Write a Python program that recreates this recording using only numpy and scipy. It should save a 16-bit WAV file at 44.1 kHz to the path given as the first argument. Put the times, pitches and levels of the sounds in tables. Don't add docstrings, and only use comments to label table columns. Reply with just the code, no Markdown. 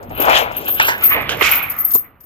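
import sys
import numpy as np
from scipy import signal
from scipy.fft import rfft, irfft
from scipy.io import wavfile
from scipy.ndimage import map_coordinates

SR = 44100
rng = np.random.default_rng(int(sys.argv[2]) if len(sys.argv) > 2 else 0)


def transcribe(signal):
    frames = np.atleast_2d(signal).T
    limited = np.clip(frames, -1, 1)
    pcm = np.round(limited * 32767).astype(np.int16)
    wavfile.write(sys.argv[1], SR, pcm)


def nominal_scale(level):
    x = np.asarray(level, float) / 20
    return 10 ** x


N = 99225
TIME_S = np.arange(N) / SR


def track(points):
    at, value = np.array(points, float).T
    return np.interp(TIME_S, at, value)


def grains(shape, rate):
    scatter_db = 2.5
    chance, size = rng.random((2,) + shape)
    clicks = (chance < rate / SR) * np.sign(chance - rate / SR / 2)
    clicks = clicks * nominal_scale(-scatter_db * np.log(size + 1e-6))
    return clicks / clicks.std()


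def colour(x, points):
    hz, db = np.array(points, float).T
    log_hz = np.log(np.linspace(1, SR / 2, 2049))
    cepstrum = irfft(np.interp(log_hz, np.log(hz), db) * np.log(10) / 20)
    cepstrum[1:2048] *= 2
    cepstrum[2049:] = 0
    impulse = irfft(np.exp(rfft(cepstrum)))
    y = signal.fftconvolve(x, impulse)[:len(x)]
    return y / y.std()


def resonance(x, hz, q):
    b, a = signal.iirpeak(hz, q, fs=SR)
    y = signal.lfilter(b, a, signal.lfilter(b, a, x))
    return y / y.std()


def band_pass(x, order, low_hz, top_hz):
    return signal.sosfilt(signal.butter(order, [low_hz, top_hz], "band", fs=SR, output="sos"), x)


def swell(at, db, rise, t60):
    t = TIME_S - at
    climb_db = 40 * t / (3 * max(rise, 0.0005))
    fall_db = -60 * t / max(t60, 0.01)
    return nominal_scale(db + np.where(t < 0, climb_db, fall_db))


def ring(at, hz, db, t60):
    y, start = np.zeros(N), int(at * SR)
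    t = np.arange(N - start)[:SR // 2] / SR
    decay = nominal_scale(-60 * t / np.maximum(t60, 0.003)[:, None])
    y[start:start + len(t)] = nominal_scale(db) @ (np.sin(2 * np.pi * np.outer(hz, t)) * decay)
    return y


def ports(x, pan_db, lag_s):
    late = map_coordinates(x, [np.arange(N) - lag_s * SR], order=5, mode="nearest")
    return np.array([x * nominal_scale(pan_db / 2), late * nominal_scale(-pan_db / 2)])


def wind():
    # start_s, level_db
    gust_levels = [
        (0.0, -50.5),
        (1.33, -36),
        (2.25, -60),
    ]
    # freq_hz, level_db (per Hz)
    air_colour = [(12, -61), (20, -47.5), (65, -17), (119, -14.5), (908, -21.5), (3000, -33.5),
                  (3900, -81.5), (6600, -120)]
    # start_s, level_db
    hand_levels = [
        (0.0, -44),
        (0.11, -31.5),
        (1.08, -45.5),
        (1.16, -30),
        (2.25, -55),
    ]
    shared_colour = [(20, -34.5), (62, -3.5), (160, -8.5), (300, -6.5), (900, -70.5), (4000, -120)]
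    port_colour = [(20, -18.5), (60, -9.5), (120, -16), (400, -43), (4000, -120)]
    air = nominal_scale(track(gust_levels)) * colour(rng.standard_normal(N), air_colour)
    hand = nominal_scale(track(hand_levels))
    shared = hand * colour(rng.standard_normal(N), shared_colour)
    apart = hand * np.array([colour(rng.standard_normal(N), port_colour) for _ in "LR"])
    return air + nominal_scale(-6.5) * shared + nominal_scale(-8.5) * apart


def snow_layer(snow, events, q, under_db):
    out = np.zeros((2, N))
    for at, db, rise, t60, hz in events:
        near = slice(max(int(at * SR) - SR // 3, 0), min(int(at * SR) + SR, N))
        start = rng.integers(0, 2 * N)
        patch = snow[:, start:start + near.stop - near.start]
        undertone = resonance(patch, hz * 0.585, 3.45)
        burst = resonance(patch, hz, q) + nominal_scale(under_db) * undertone
        out[:, near] += swell(at, db, rise, t60)[near] * burst
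    return out


def boots():
    # start_s, level_db, rise_s, t60_s, centre_hz
    packing = [(0.018, -37.5, 0.1, 0.49, 553), (0.108, -27.5, 0.0035, 0.14, 625),
               (0.199, -25.5, 0.025, 0.52, 430), (0.286, -14, 0.066, 0.69, 783),
               (0.418, -23.5, 0.021, 0.19, 600), (.6, -35.5, 0.058, 3.8, 480),
               (0.686, -22, 0.0057, 0.053, 760), (0.801, -24.5, 0.0017, 0.53, 970),
               (0.889, -25.5, 0.023, 0.11, 600), (1.166, -23.5, 0.03, 0.27, 620),
               (1.3, -31.5, 0.012, 1.23, 536), (1.418, -16.5, 0.0042, 0.049, 443),
               (1.5, -28.5, 0.1, 1.034, 1126), (2.002, -57, 0.0081, 0.62, 470)]
    # start_s, level_db, rise_s, t60_s, centre_hz
    crunching = [(0.214, -26, 0.051, 0.64, 2560), (0.299, -18, 0.0036, 0.58, 2290),
                 (0.367, -14, 0.045, 0.15, 2980), (0.548, -37, 0.018, 0.98, 2740),
                 (0.683, -26.5, 0.025, 0.16, 2800), (0.8, -2, 0.0019, 0.024, 1650),
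                 (0.817, -17, 0.032, 0.39, 2670), (0.888, -15, 0.0099, 0.25, 1670),
                 (1.033, -26.5, 0.042, 0.42, 2370), (1.125, -16, 0.022, 0.29, 2040),
                 (1.176, -26, 0.011, 0.85, 2050), (1.293, -14.5, 0.001, 0.028, 2700),
                 (1.323, -23, 0.036, 0.15, 2810), (1.411, -12.5, 0.0012, 0.091, 1990),
                 (1.425, -6, 0.0016, 0.028, 2920), (1.454, -17, 0.042, 0.38, 2430),
                 (1.523, -23, 0.025, 0.43, 2330), (1.6, -35, 0.035, 0.37, 2150),
                 (2.069, -65.5, .04, 0.28, 1920)]
    # start_s, level_db, rise_s, t60_s, centre_hz
    sliding = [
        (1.46, -22.5, 0.038, 0.28, 2160),
        (1.53, -22, 0.024, 0.45, 2310),
        (1.63, -30.5, 0.057, 0.28, 2380),
        (1.685, -32.5, 0.024, 0.086, 2260),
        (1.75, -41, 0.07, 0.66, 1990),
        (1.75, -41, 0.1, 1, 1250),
        (2.06, -50, 0.025, 0.12, 2070),
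        (.37, -22.5, 0.066, 0.22, 832),
        (.375, -22, 0.054, 0.22, 3200),
    ]
    # start_s, level_db, rise_s, t60_s
    cracking = [
        (.3, -42.5, 0.029, 0.12),
        (0.378, -28.5, 0.062, 0.18),
        (.6, -50.5, 0.055, 1),
        (.81, -32.5, .01, 0.23),
        (0.892, -26.5, 0.029, 0.14),
        (1.294, -32.5, .002, 0.21),
        (1.425, -31.5, .002, .05),
        (1.448, -26, 0.028, 0.35),
        (1.53, -41.5, .02, 0.19),
    ]
    # freq_hz, level_db
    crust_colour = [(2500, -8), (3800, 2.5), (4600, 3.5), (7000, 3), (8200, -4.5), (15000, -10.5),
                    (16000, -24.5)]
    # start_s, pan_db (left over right), lag_ms (right port late)
    feet_path = [
        (0, 3, 0.26),
        (.4, 10.5, 0.31),
        (.9, -3.5, .23),
        (1.2, -8, .1),
        (1.5, -9, 0.0081),
        (2.25, -10, 0.018),
    ]
    snow = grains((2, 3 * N), 2500)
    steps = snow_layer(snow, packing, 0.9, -60)
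    steps += snow_layer(snow, crunching, 2.2, -4.5)
    steps += snow_layer(snow, sliding, 4.5, -60)
    steps = band_pass(steps, 3, 198, 3830)
    cracks = sum(swell(*row) for row in cracking)
    steps += cracks * np.array([colour(side, crust_colour) for side in snow[:, :N]])
    feet, aside = steps
    at, pan_db, lag_ms = np.array(feet_path, float).T
    placed = ports(feet, np.interp(TIME_S, at, pan_db), np.interp(TIME_S, at, lag_ms) / 1000)
    width_db = -3.5
    return placed + nominal_scale(width_db) * aside * [[1], [-1]]


def link_rings():
    # freq_hz, level_db
    link_modes = [(11300, -24), (12640, -7), (12735, -4), (12810, -13.5), (13100, -8.5), (13200, -14.5),
                  (13310, -10), (13450, -5.5), (13565, -2.5), (13770, 6.5), (13880, -6.5), (14300, -21)]
    # start_s, level_db
    jingle_levels = [(0, -52), (.2, -46), (.45, -36.5), (.52, -56), (.8, -31), (1.0, -33), (1.3, -43.5),
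                     (1.5, -35.5), (1.98, -37.5), (2.06, -65), (2.25, -66)]
    # start_s, level_db, rattle_t60_s, tilt_db (upper over lower
    strikes = [(0.0308, -54, 0.046, 4), (0.0817, -58, 0.07, 1.0), (0.1106, -41, 0.07, 1.0),
               (0.1216, -38, 0.07, 1.0), (0.1511, -28.5, 0.06, -1.5), (0.174, -19, 0.059, -1),
               (0.2024, -4.5, 0.12, 3), (0.222, -14, 0.087, 3.5), (0.251, -25, 0.055, 8),
               (0.2788, -28, 0.085, -0.5), (0.2982, -21, 0.083, 5), (0.3187, -20.5, 0.088, 7),
               (0.3484, -23, 0.11, 2), (0.3884, -17, 0.065, -3.5), (0.43, -24.5, 0.055, 2.5),
               (0.5207, -28.5, 0.056, 7), (0.549, -45, 0.07, 1.0), (0.567, -14, 0.049, -3),
               (0.579, -14.5, 0.06, 5), (0.6114, -29, 0.07, 1.0), (0.656, -15, 0.07, -1.5),
               (0.683, -7, 0.1, 5), (0.703, -6, 0.1, 1.0), (0.7227, -12.5, 0.062, 3.5),
               (0.7447, -7, 0.05, 6), (0.7614, -18.5, 0.055, 0.5), (0.7934, -32.5, 0.07, 2),
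               (0.8235, -10.5, 0.096, 2), (0.851, -13, 0.07, -2.5), (0.87, -14.5, 0.096, -0.5),
               (0.9505, -30, 0.07, 5), (0.9804, -34, 0.044, 7), (1.0228, -12.5, 0.07, 5),
               (1.0382, 3, 0.11, 8.5),
               (1.0548, -3, 0.091, -4), (1.0714, -3, 0.075, 8), (1.096, -4, 0.1, 6),
               (1.1248, -7.5, 0.14, 7), (1.208, -27, 0.055, -5), (1.288, -31, 0.07, -1),
               (1.318, -27, 0.054, -7), (1.3458, -35, 0.033, 3), (1.3698, -28, 0.07, -2),
               (1.394, -27, 0.07, 1.0), (1.412, -15, 0.081, -2), (1.4605, -13, 0.058, -1),
               (1.492, -11, 0.096, 4), (1.514, -3.5, 0.082, 0), (1.5336, -14.5, 0.052, -2),
               (1.5514, -4, 0.083, 3), (1.5754, -11, 0.12, 6), (1.6276, -9, 0.056, 1.0),
               (1.6562, -25, 0.031, -15), (1.691, -26, 0.074, -4), (1.7, -13, 0.063, -1),
               (1.718, -18, 0.054, 3), (1.765, -23, 0.082, 1.0), (1.786, -6.5, 0.079, 5),
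               (1.8037, -8.5, 0.081, -2), (1.8483, -4.5, 0.055, -2.5), (1.8687, -11, 0.07, 4),
               (1.8844, -11, 0.091, 4), (1.915, -5, 0.068, -1), (1.9375, 2, 0.17, 7),
               (1.9582, -23, 0.17, 1.0), (1.9837, -7.5, 0.046, 6), (2.2075, -31, 0.079, 3),
               (2.2396, -30.5, 0.07, 8)]
    spread_hz, ring_s, scatter_db, chain_db = 33.9, 0.064, 1.5, -4
    strike_db, rattle_db, jingle_db, contact_rise_s = -3.5, -20.5, -35, 0.0044
    hz, db = np.repeat(link_modes, 2, axis=0).T
    hz = hz + spread_hz * np.cos(np.arange(len(hz)) * 2.4)
    contacts = grains((len(hz), N), 700)
    drive = nominal_scale(db + jingle_db)[:, None] * nominal_scale(track(jingle_levels)) * contacts
    for at, hit_db, t60, tilt_db in strikes:
        size, sign = rng.standard_normal((2, len(hz)))
        tilt = tilt_db * np.clip(hz - 13250, -600, 600) / 1000
        own = nominal_scale(db + tilt + scatter_db * size)
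        own = own * nominal_scale(chain_db) / np.linalg.norm(own)
        hit = int(at * SR)
        near = slice(max(hit - SR // 20, 0), hit + SR // 4)
        rattle = swell(at, hit_db + rattle_db, contact_rise_s, t60)[near]
        drive[:, near] += own[:, None] * rattle * contacts[:, near]
        drive[:, hit] += own * np.sign(sign) * nominal_scale(hit_db + strike_db)
    mode_t60 = ring_s * nominal_scale(2 * np.cos(hz))
    poles = np.exp(2j * np.pi * hz / SR - np.log(1000) / (mode_t60 * SR))
    modes = np.array([signal.lfilter([1], [1, -p], x).imag for p, x in zip(poles, drive)])
    links = np.array([modes[::2].sum(axis=0), modes[1::2].sum(axis=0)])
    skirt_db = -5
    skirt = signal.sosfilt(signal.butter(4, 11000, "high", fs=SR, output="sos"), links)
    return band_pass(links, 3, 12300, 14200) + nominal_scale(skirt_db) * skirt


def link_ticks():
    # start_s, level_db
    tick_times = [(0.0293, -39), (0.0952, -42), (0.2024, -24), (0.2199, -23), (0.2523, -22),
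                  (0.2952, -18.5), (0.5114, -43), (0.5192, -37), (0.5462, -43), (0.5641, -35.5),
                  (0.6374, -50), (0.6444, -33), (0.6799, -26), (0.7432, -28), (0.7851, -32.5),
                  (0.9807, -34), (1.0106, -31), (1.036, -24), (1.1004, -26), (1.2201, -36), (1.7, -36.5),
                  (1.713, -32), (1.7484, -42.5), (1.7614, -43), (1.7774, -44), (1.7853, -39), (1.8023, -42),
                  (1.8274, -41.5), (1.8482, -33.5), (1.8584, -51.5), (1.8816, -39), (1.9071, -24),
                  (1.935, -22.5), (1.9674, -33.5), (1.9849, -38.5), (2.2054, -47), (2.2358, -48.5)]
    # freq_hz, level_db
    tick_colour = [(2500, -15), (4000, -6.5), (7000, -2.5), (9500, -11), (11500, -4.5), (14500, -12.5),
                   (16000, -8)]
    tick_db, rise_s, t60_s = -9.5, 0.0011, 0.074
    bursts = sum(swell(at, db + tick_db, rise_s, t60_s) for at, db in tick_times)
    return bursts * colour(rng.standard_normal(N), tick_colour)


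def chain():
    # start_s, pan_db (left over right)
    chain_path = [
        (0, 8.5),
        (.9, 7.5),
        (1.101, 4.5),
        (1.63, 4.5),
        (1.9, 7),
    ]
    pan_db, lag_s = track(chain_path), 0.0005994
    first, second = link_rings()
    return ports(first + link_ticks(), pan_db, lag_s) + ports(second, pan_db - 3, lag_s + 0.000025)


def knock():
    # start_s, level_db
    raps = [
        (1.951, -16),
        (1.9547, -13),
        (1.9599, -15.5),
    ]
    # freq_hz, level_db, t60_s
    trunk_modes = [(302, -20, 0.19), (454, 2, 0.023), (720, -6.5, 0.018), (1011, 0.5, 0.016),
                   (7100, 9, 0.0017)]
    hz, db, t60 = np.array(trunk_modes).T
    wood = sum(ring(at, hz, db + hit_db - 14, t60) for at, hit_db in raps)
    return ports(wood, 25, 0.00021)


def scene():
    return wind() + boots() + chain() + knock()


def low_pass(x):
    return signal.sosfilt(signal.butter(12, 16480, fs=SR, output="sos"), x)


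def record(dry):
    x = signal.sosfilt(signal.ellip(8, 0.2, 80, 16000, fs=SR, output="sos"), dry)
    x = signal.resample_poly(x, up=2, down=1, axis=1)
    x = np.tanh(0.81 * x) / 0.61
    x = signal.resample_poly(x, up=1, down=2, axis=1)
    return low_pass(x)


dry = scene()
out = record(dry)
transcribe(out)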